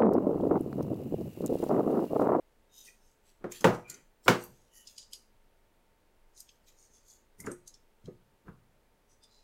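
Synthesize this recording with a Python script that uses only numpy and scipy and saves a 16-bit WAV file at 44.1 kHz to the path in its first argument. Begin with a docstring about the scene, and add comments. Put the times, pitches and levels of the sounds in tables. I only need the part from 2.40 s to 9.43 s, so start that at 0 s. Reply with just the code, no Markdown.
"""Modelling clay on a table

Gloved hands pick up sticks of modelling clay and set them down on a paper-covered table, close by.
Two sticks drop with dull knocks that slap the paper and ring the table; others are nudged softly.
The thin rubber gloves rub (tiny slips), snap (folds flip) and squeak (stick-slip).
A small quiet room answers each sound."""
import sys
import numpy as np
from scipy import signal
from scipy.fft import rfft, irfft, next_fast_len
from scipy.io import wavfile
from scipy.ndimage import map_coordinates

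SR = 44100
rng = np.random.default_rng(int(sys.argv[2]) if len(sys.argv) > 2 else 0)


def unload_wav(signal):
    """Save mono or channel-first audio to the path in sys.argv[1] as 16-bit WAV at rate SR, clipped to [-1, 1]."""
    wavfile.write(
        sys.argv[1],
        SR,
        np.round(np.clip(np.atleast_2d(signal).T, -1, 1) * 32767).astype(np.int16),
    )


N = 310023

# room hum: pitch_hz, level_db
HUM_TONES = [(425.3, -86), (559.9, -85), (904.4, -81)]
# clay drags or rolls on paper: peak_s, level_db, half_length_s, rumble_db
DRAGS = [(1.025, -61.5, .012, -81), (1.222, -51.5, .01, -72), (1.335, -42.5, .028, -46),
         (1.53, -64, .05, -76), (1.872, -39, .006, -56), (2.10, -83.5, .037, -62),
         (5.012, -64.5, .017, -56.5), (5.057, -45.5, .009, -48), (5.118, -49, .008, -56),
         (5.668, -71, .016, -50), (6.087, -57, .016, -49)]
# glove slides on glove or clay: peak_s, level_db (before RUB_TRIM_DB), half_length_s, fold_hz, width_oct
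RUBS = [(.387, -56, .034, 6700, 2.5), (.464, -55, 0.019, 6300, 2.5), (.882, -68.5, .025, 4170, 3),
        (1.161, -49.5, .018, 3970, 3.2), (1.345, -56.5, 0.013, 5900, 2), (1.527, -60.5, .04, 1450, 0.92),
        (1.856, -56, .012, 8350, 2.5), (2.02, -55, .022, 8500, 3.1), (2.378, -56.5, .026, 11000, 2.21),
        (2.496, -62, .035, 6555, 2.8), (2.596, -54.5, .022, 4900, 1.1), (2.754, -59, .018, 4730, 0.47),
        (3.99, -57.5, 0.022, 6360, 1.403), (4.285, -63, .012, 6400, 3.4), (4.417, -63, 0.035, 6480, 1.4),
        (4.553, -65, 0.025, 6330, 1.25), (4.709, -60.5, 0.036, 6800, 1.6), (6.715, -67.5, .018, 6020, 1.2),
        (6.956, -72, 0.05, 5040, 1.02)]
# fingers shift their hold: start_s, end_s
REGRIPS = [(.52, .72), (2.1, 2.32), (4.08, 4.6)]
# rubber sticks and slips on clay: peak_s, level_db, half_length_s, pitch_hz
SQUEAKS = [(0.395, -65, 0.045, 3730), (.485, -53, 0.0039, 2450), (.486, -60, 0.0098, 1940),
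           (1.47, -59, .019, 2400), (2.39, -68.5, 0.045, 2958), (2.387, -72, 0.031, 1900),
           (2.732, -53.5, 0.0035, 3010), (5.005, -51, 0.0031, 2060), (5.044, -55, 0.0034, 2110),
           (2.589, -66, .013, 2990), (6.837, -68, 0.012, 3550), (6.838, -65, 0.011, 4900),
           (6.96, -72, 0.043, 4050)]
# a glove fold flips: peak_s, level_db, fold_hz, width_oct
SNAPS = [(1.122, -38.5, 6300, 6.6), (1.21, -43, 6400, 2.7), (1.5012, -37.5, 7220, 1.83),
         (1.544, -47.5, 6216, 1.3), (2.040, -45, 13040, 0.97), (2.4755, -45, 5000, 1.03),
         (2.583, -42.5, 4734, 1.7), (2.6283, -53.5, 4510, 1.31), (2.735, -38.5, 5056, 2.2),
         (3.978, -53, 5896, 1.65), (4.005, -44.5, 8540, 1.65), (4.093, -54, 3280, 1.3),
         (4.702, -56, 6280, 0.82), (5.004, -42.5, 8990, 1.37), (5.065, -46, 7130, 1.3),
         (5.118, -43.5, 8400, 0.8), (5.279, -44.5, 6400, 1.4), (5.343, -53, 5320, 1.23),
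         (5.659, -58.5, 4060, 1.5), (6.838, -56.5, 5000, 1.7)]
# table modes: pitch_hz, weight_db, t60_s (before capping and shortening for soft knocks)
TABLE_MODES = [(119, 1, 0.39), (176.2, 1, 0.25), (211, 1.5, 0.23), (256, -5.5, 0.71), (355.6, 0, 0.78),
               (424, -8.5, 0.4), (487.2, -2, 0.3), (615.5, -9, 0.29), (713.5, -9, 0.25), (791, -8.5, 0.12),
               (1152, -14.5, 0.72), (1244, -6.5, 0.51), (1503, -16, 0.19), (1600, -18, 0.22),
               (1710, -12, 0.23), (1970, -12.5, 0.63), (2191, -21.5, 0.84), (2180, -18, 0.22),
               (2260, -19.5, 0.14), (2543, -28.5, 0.3), (2700, -22.5, 0.18), (2716, -21.5, 0.18)]
# clay meets table: start_s, force_db, grip (0-1), slap_db (re force, before SLAP_TRIM_DB), spot_hz
# slap_db is high when the stick lands flat
KNOCKS = [(1.0409, -33.5, .3, -12, 337), (1.243, -20.5, 0.012, -3.5, 131), (1.249, -17.5, 0.06, -18, 603),
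          (1.271, -27, .22, -15.5, 284), (1.880, -21, .05, 4.5, 399), (1.887, -20.5, .22, -15, 318),
          (5.068, -36.5, .8, -3.5, 338), (5.075, -36, 1, -32, 342), (5.675, -43, .9, -41, 330),
          (6.081, -51, .45, -1, 149.3)]
# noise spectra: freq_hz, density_db
AIR_SPECTRUM = [(12, -25.5), (20, 2.5), (38, -15.5), (98, -20.5), (185, -26.5), (225, -20), (259, -26),
                (416, -22.5), (581, -25.5), (667, -26.5), (906, -30.5), (1040, -31), (2030, -34),
                (5530, -43.5), (15500, -45.5)]
DRAG_SPECTRUM = [(40, -24), (130, -5), (380, 3.5), (650, -12.5), (1400, -11.5), (2500, -27), (6000, -45)]
RUMBLE_SPECTRUM = [(30, -13.5), (55, -5), (85, -8.5), (120, 1), (190, -0.5), (280, -19), (800, -54)]
GLOVE_SPECTRUM = [(300, -35.5), (1400, -8), (2400, -5), (3100, -3), (4200, -5), (5100, -3.5), (5800, -2.5),
                  (6700, -0.5), (7700, -4), (9500, -6), (11500, -6.5), (14000, -7), (16000, -15)]
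THUD_SPECTRUM = [(30, -20), (60, -13), (90, -14), (125, -6.5), (180, -1.5), (260, -3.5), (380, 1),
                 (500, -1), (700, -21), (1200, -35.5), (3000, -71.5)]
CLAP_SPECTRUM = [(150, -32), (450, -8), (620, -2.5), (1000, -3.5), (1200, -9.5), (2000, -23), (5000, -48)]
SLAP_SPECTRUM = [(400, -37), (900, -17), (1250, -2.5), (1430, -2), (1580, -2), (1850, -8), (2300, -8.5),
                 (2520, -15.5), (2780, -10), (3300, -20.5), (8000, -47), (16000, -60)]
CRACK_SPECTRUM = [(800, -19.5), (2500, 1.5), (4200, -2), (7000, -6.5), (10000, -14.5), (15500, -16)]

AIR_DB, TOP_HZ = -66.5, 15850
RUBBER_BRIGHT_HZ, RUBBER_PULL = 8300, .17
RUB_TRIM_DB, SLAP_TRIM_DB = -2, 3.5
SETTLE_DB, SETTLE_LAG_S, SETTLE_HALF_S = -15.5, .006, .014  # level re the snap
RUSTLE_DB, RUSTLE_HALF_S, RUSTLE_HZ, RUSTLE_WIDTH_OCT = -79, .042, 6400, 2
RING_DB, THUD_DB, CLAP_DB = -1, .5, 2  # re force, free stick
GRIP_MUTE_DB, SOFT_KNOCK_SHORTENING, MAX_RING_T60_S = 33, .15, .32
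FIRM_FORCE_DB, FIRM_CUTOFF_HZ, FORCE_DB_PER_OCT = -21.5, 3300, 18
CRACK_DB, CRACK_DB_PER_DB = -4.9, .8  # re slap_db at firm force; growth with force


def amp(db):
    """Decibels to gain."""
    return 10 ** (np.asarray(db) / 20)


def spectrum(points):
    """Gain curve through (freq_hz, density_db) points on a log axis."""
    freq_hz, density_db = np.transpose(points)
    return lambda hz: amp(np.interp(np.log(hz + 1), np.log(freq_hz), density_db))


def resonance(hz, centre_hz, q):
    """Gain of one resonance."""
    return 1 / np.hypot(1, q * ((hz + 1) / centre_hz - centre_hz / (hz + 1)))


def noise(colour, size):
    """Unit-rms noise shaped by the gain curve colour(hz)."""
    hz = np.fft.rfftfreq(size, 1 / SR)
    x = irfft(colour(hz) * np.exp(2j * np.pi * rng.random(len(hz))), size)
    return x / np.sqrt(np.mean(x ** 2) + 1e-20)


def wobble(rate_hz, size):
    """Smooth random curve."""
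    knots = rng.standard_normal(int(size * rate_hz / SR) + 4)
    return map_coordinates(knots, [np.arange(size) * rate_hz / SR])


def burst(colour, envelope):
    """Coloured noise with the energy of its envelope."""
    x = noise(colour, len(envelope)) * envelope
    return x * np.linalg.norm(envelope) / (np.linalg.norm(x) + 1e-20)


def room_burst(colour, envelope, room_db, t60_s):
    """Noise burst plus diffuse echo: the room stores energy and leaks it."""
    retained = np.exp(-np.log(1e6) / (t60_s * SR))
    stored_energy = signal.lfilter([1 - retained], [1, -retained], envelope ** 2)
    return burst(colour, envelope) + amp(room_db) * burst(colour, np.sqrt(stored_energy))


def add(track, start_s, x):
    """Mix x into the track."""
    start = round(start_s * SR)
    x = x[max(-start, 0):max(N - start, 0)]
    track[max(start, 0):][:len(x)] += x


def swell(peak_s, half_s, rough_db=0, grain_hz=1500):
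    """Start time and Gaussian envelope of a stroke, optionally grainy."""
    lead_s = 3 * half_s
    t = np.arange(SR // 2) / SR - lead_s
    grain = amp(rough_db * wobble(grain_hz, len(t)))
    return peak_s - lead_s, np.exp(-.5 * (t / half_s) ** 2) * grain


def contact(t, rise_s, hold_s):
    """Impact envelope: quick rise, stopped by the soft clay."""
    return (1 - np.exp(-2 * t / rise_s)) ** 2 * np.exp(-(t / hold_s) ** 2)


def room_tone():
    """Still air with a faint, unsteady hum."""
    t = np.arange(N) / SR
    hum = sum(amp(db) * np.sin(2 * np.pi * hz * t + 1.9 * wobble(34, N)) for hz, db in HUM_TONES)
    air = amp(AIR_DB) * noise(spectrum(AIR_SPECTRUM), next_fast_len(N))[:N]
    return hum + air


def clay_drags():
    """Sliding clay makes the table murmur."""
    out = np.zeros(N)
    for peak_s, level_db, half_s, rumble_db in DRAGS:
        start_s, envelope = swell(peak_s, half_s, rough_db=3.5, grain_hz=260)
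        friction = room_burst(spectrum(DRAG_SPECTRUM), envelope, room_db=-4.5, t60_s=.17)
        rumble = room_burst(spectrum(RUMBLE_SPECTRUM), envelope, room_db=-5.5, t60_s=.66)
        add(out, start_s, amp(level_db) * friction + amp(rumble_db) * rumble)
    return out


def rubber_colour(fold_hz, width_oct):
    """Stretched rubber: a band, one main fold resonance, narrow ridges from lesser folds."""
    centre_hz = fold_hz * (RUBBER_BRIGHT_HZ / fold_hz) ** RUBBER_PULL
    low_hz, high_hz = centre_hz / 2 ** (width_oct / 2), centre_hz * 2 ** (width_oct / 2)
    fold_db = 15 - 3.5 * width_oct  # stands out less in a wide band
    ridges = amp(5 * wobble(360, SR // 4 + 1))  # one gain per frequency bin

    def colour(hz):
        band = 1 / np.sqrt((1 + (low_hz / (hz + 1)) ** 12) * (1 + (hz / high_hz) ** 12))
        fold = amp(fold_db) * resonance(hz, fold_hz, q=15) ** 2
        return spectrum(GLOVE_SPECTRUM)(hz) * (band * ridges + fold + amp(-26))
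    return colour


def glove_rubs():
    """Dense runs of tiny slips: slides, rubber settling at each snap, faint random rustles."""
    out = np.zeros(N)
    slides = [(peak_s, db + RUB_TRIM_DB, *rest) for peak_s, db, *rest in RUBS]
    settles = [(peak_s + SETTLE_LAG_S, db + SETTLE_DB, SETTLE_HALF_S, fold_hz, width_oct)
               for peak_s, db, fold_hz, width_oct in SNAPS]
    rustles = [(start_s + (end_s - start_s) * when, RUSTLE_DB, RUSTLE_HALF_S,
                RUSTLE_HZ * 2 ** (pitch - .5), RUSTLE_WIDTH_OCT)
               for start_s, end_s in REGRIPS for when, pitch in rng.random((4, 2))]
    for peak_s, level_db, half_s, fold_hz, width_oct in slides + settles + rustles:
        start_s, envelope = swell(peak_s, half_s, rough_db=3, grain_hz=350)
        rub = room_burst(rubber_colour(fold_hz, width_oct), envelope, room_db=-3, t60_s=.32)
        add(out, start_s, amp(level_db) * rub)
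    return out


def glove_squeaks():
    """Short slips ring one narrow resonance of the stretched rubber."""
    out = np.zeros(N)
    for peak_s, level_db, half_s, pitch_hz in SQUEAKS:
        start_s, envelope = swell(peak_s, half_s, rough_db=-2, grain_hz=243)
        colour = lambda hz: resonance(hz, pitch_hz, q=18) ** 2
        add(out, start_s, amp(level_db) * room_burst(colour, envelope, room_db=-5.5, t60_s=.22))
    return out


def glove_snaps():
    """A flipping fold crackles for a few ms around its own pitch."""
    out = np.zeros(N)
    for peak_s, level_db, fold_hz, width_oct in SNAPS:
        start_s, envelope = swell(peak_s, half_s=.0018)
        snap = room_burst(rubber_colour(fold_hz, width_oct), envelope, room_db=-4, t60_s=.082)
        add(out, start_s, amp(level_db) * snap)
    return out


def table_ring(t, spot_gain, decay_scale):
    """The heavy top swings up in a few ms, then rings briefly."""
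    mode_hz, weight_db, t60_s = np.transpose(TABLE_MODES)[:, :, None]
    ring_t60_s = np.minimum(t60_s, MAX_RING_T60_S) * decay_scale
    weights = amp(weight_db) * spot_gain(mode_hz)
    modes = np.sin(2 * np.pi * (mode_hz * t + rng.random(mode_hz.shape))) * amp(-60 * t / ring_t60_s)
    swing_up = 1 - np.exp(-t / .004)
    return (weights * modes).sum(0) / np.linalg.norm(weights) * swing_up


def clay_knocks():
    """A stick slaps the paper, then the table thuds and rings; a held stick claps less."""
    out, t = np.zeros(N), np.arange(SR * 3 // 4) / SR
    for start_s, force_db, grip, slap_db, spot_hz in KNOCKS:
        decay_scale = 1 - SOFT_KNOCK_SHORTENING * grip ** 2  # soft nudges die away sooner
        excess_db = force_db - FIRM_FORCE_DB
        cutoff_hz = FIRM_CUTOFF_HZ * 2 ** (excess_db / FORCE_DB_PER_OCT)  # gentler is duller
        spread = .22 * (1 - .64 * grip)  # a free stick lands full length and wakes all modes
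        spot_gain = lambda hz: resonance(hz, spot_hz, q=2.5) + spread  # each spot favours its own modes
        thud_colour = lambda hz: spectrum(THUD_SPECTRUM)(hz) * np.sqrt(spot_gain(hz))
        slap_colour = lambda hz: spectrum(SLAP_SPECTRUM)(hz) / np.hypot(1, (hz / cutoff_hz) ** 4)

        ring = table_ring(t, spot_gain, decay_scale)
        thud = room_burst(thud_colour, contact(t, rise_s=.0064, hold_s=.02),
                          room_db=-1.5, t60_s=.2 * decay_scale)
        clap = room_burst(spectrum(CLAP_SPECTRUM), contact(t, rise_s=.0015, hold_s=.014),
                          room_db=-2.5, t60_s=.3 * decay_scale)
        slap = room_burst(slap_colour, contact(t, rise_s=.0005, hold_s=.0069),
                          room_db=-3.5, t60_s=.26 * decay_scale)
        crack = room_burst(spectrum(CRACK_SPECTRUM), contact(t, rise_s=.00026, hold_s=.0049),
                           room_db=1, t60_s=.23 * decay_scale)

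        clap_db = CLAP_DB - GRIP_MUTE_DB * grip
        crack_db = slap_db + CRACK_DB + CRACK_DB_PER_DB * excess_db
        gains = amp(force_db) * amp([RING_DB, THUD_DB, clap_db, slap_db + SLAP_TRIM_DB, crack_db])
        add(out, start_s, gains @ np.array([ring, thud, clap, slap, crack]))
    return out


def scene():
    """Mono mix."""
    clay = clay_knocks() + clay_drags()
    gloves = glove_rubs() + glove_snaps() + glove_squeaks()
    return (clay + gloves + room_tone())[None]


def record(dry):
    """Brick-wall low-pass at TOP_HZ."""
    size = next_fast_len(N + SR // 2)
    passband = np.fft.rfftfreq(size, 1 / SR) < TOP_HZ
    return irfft(rfft(dry, size) * passband, size)[..., :N]


dry = scene()
out = record(dry)
unload_wav(out)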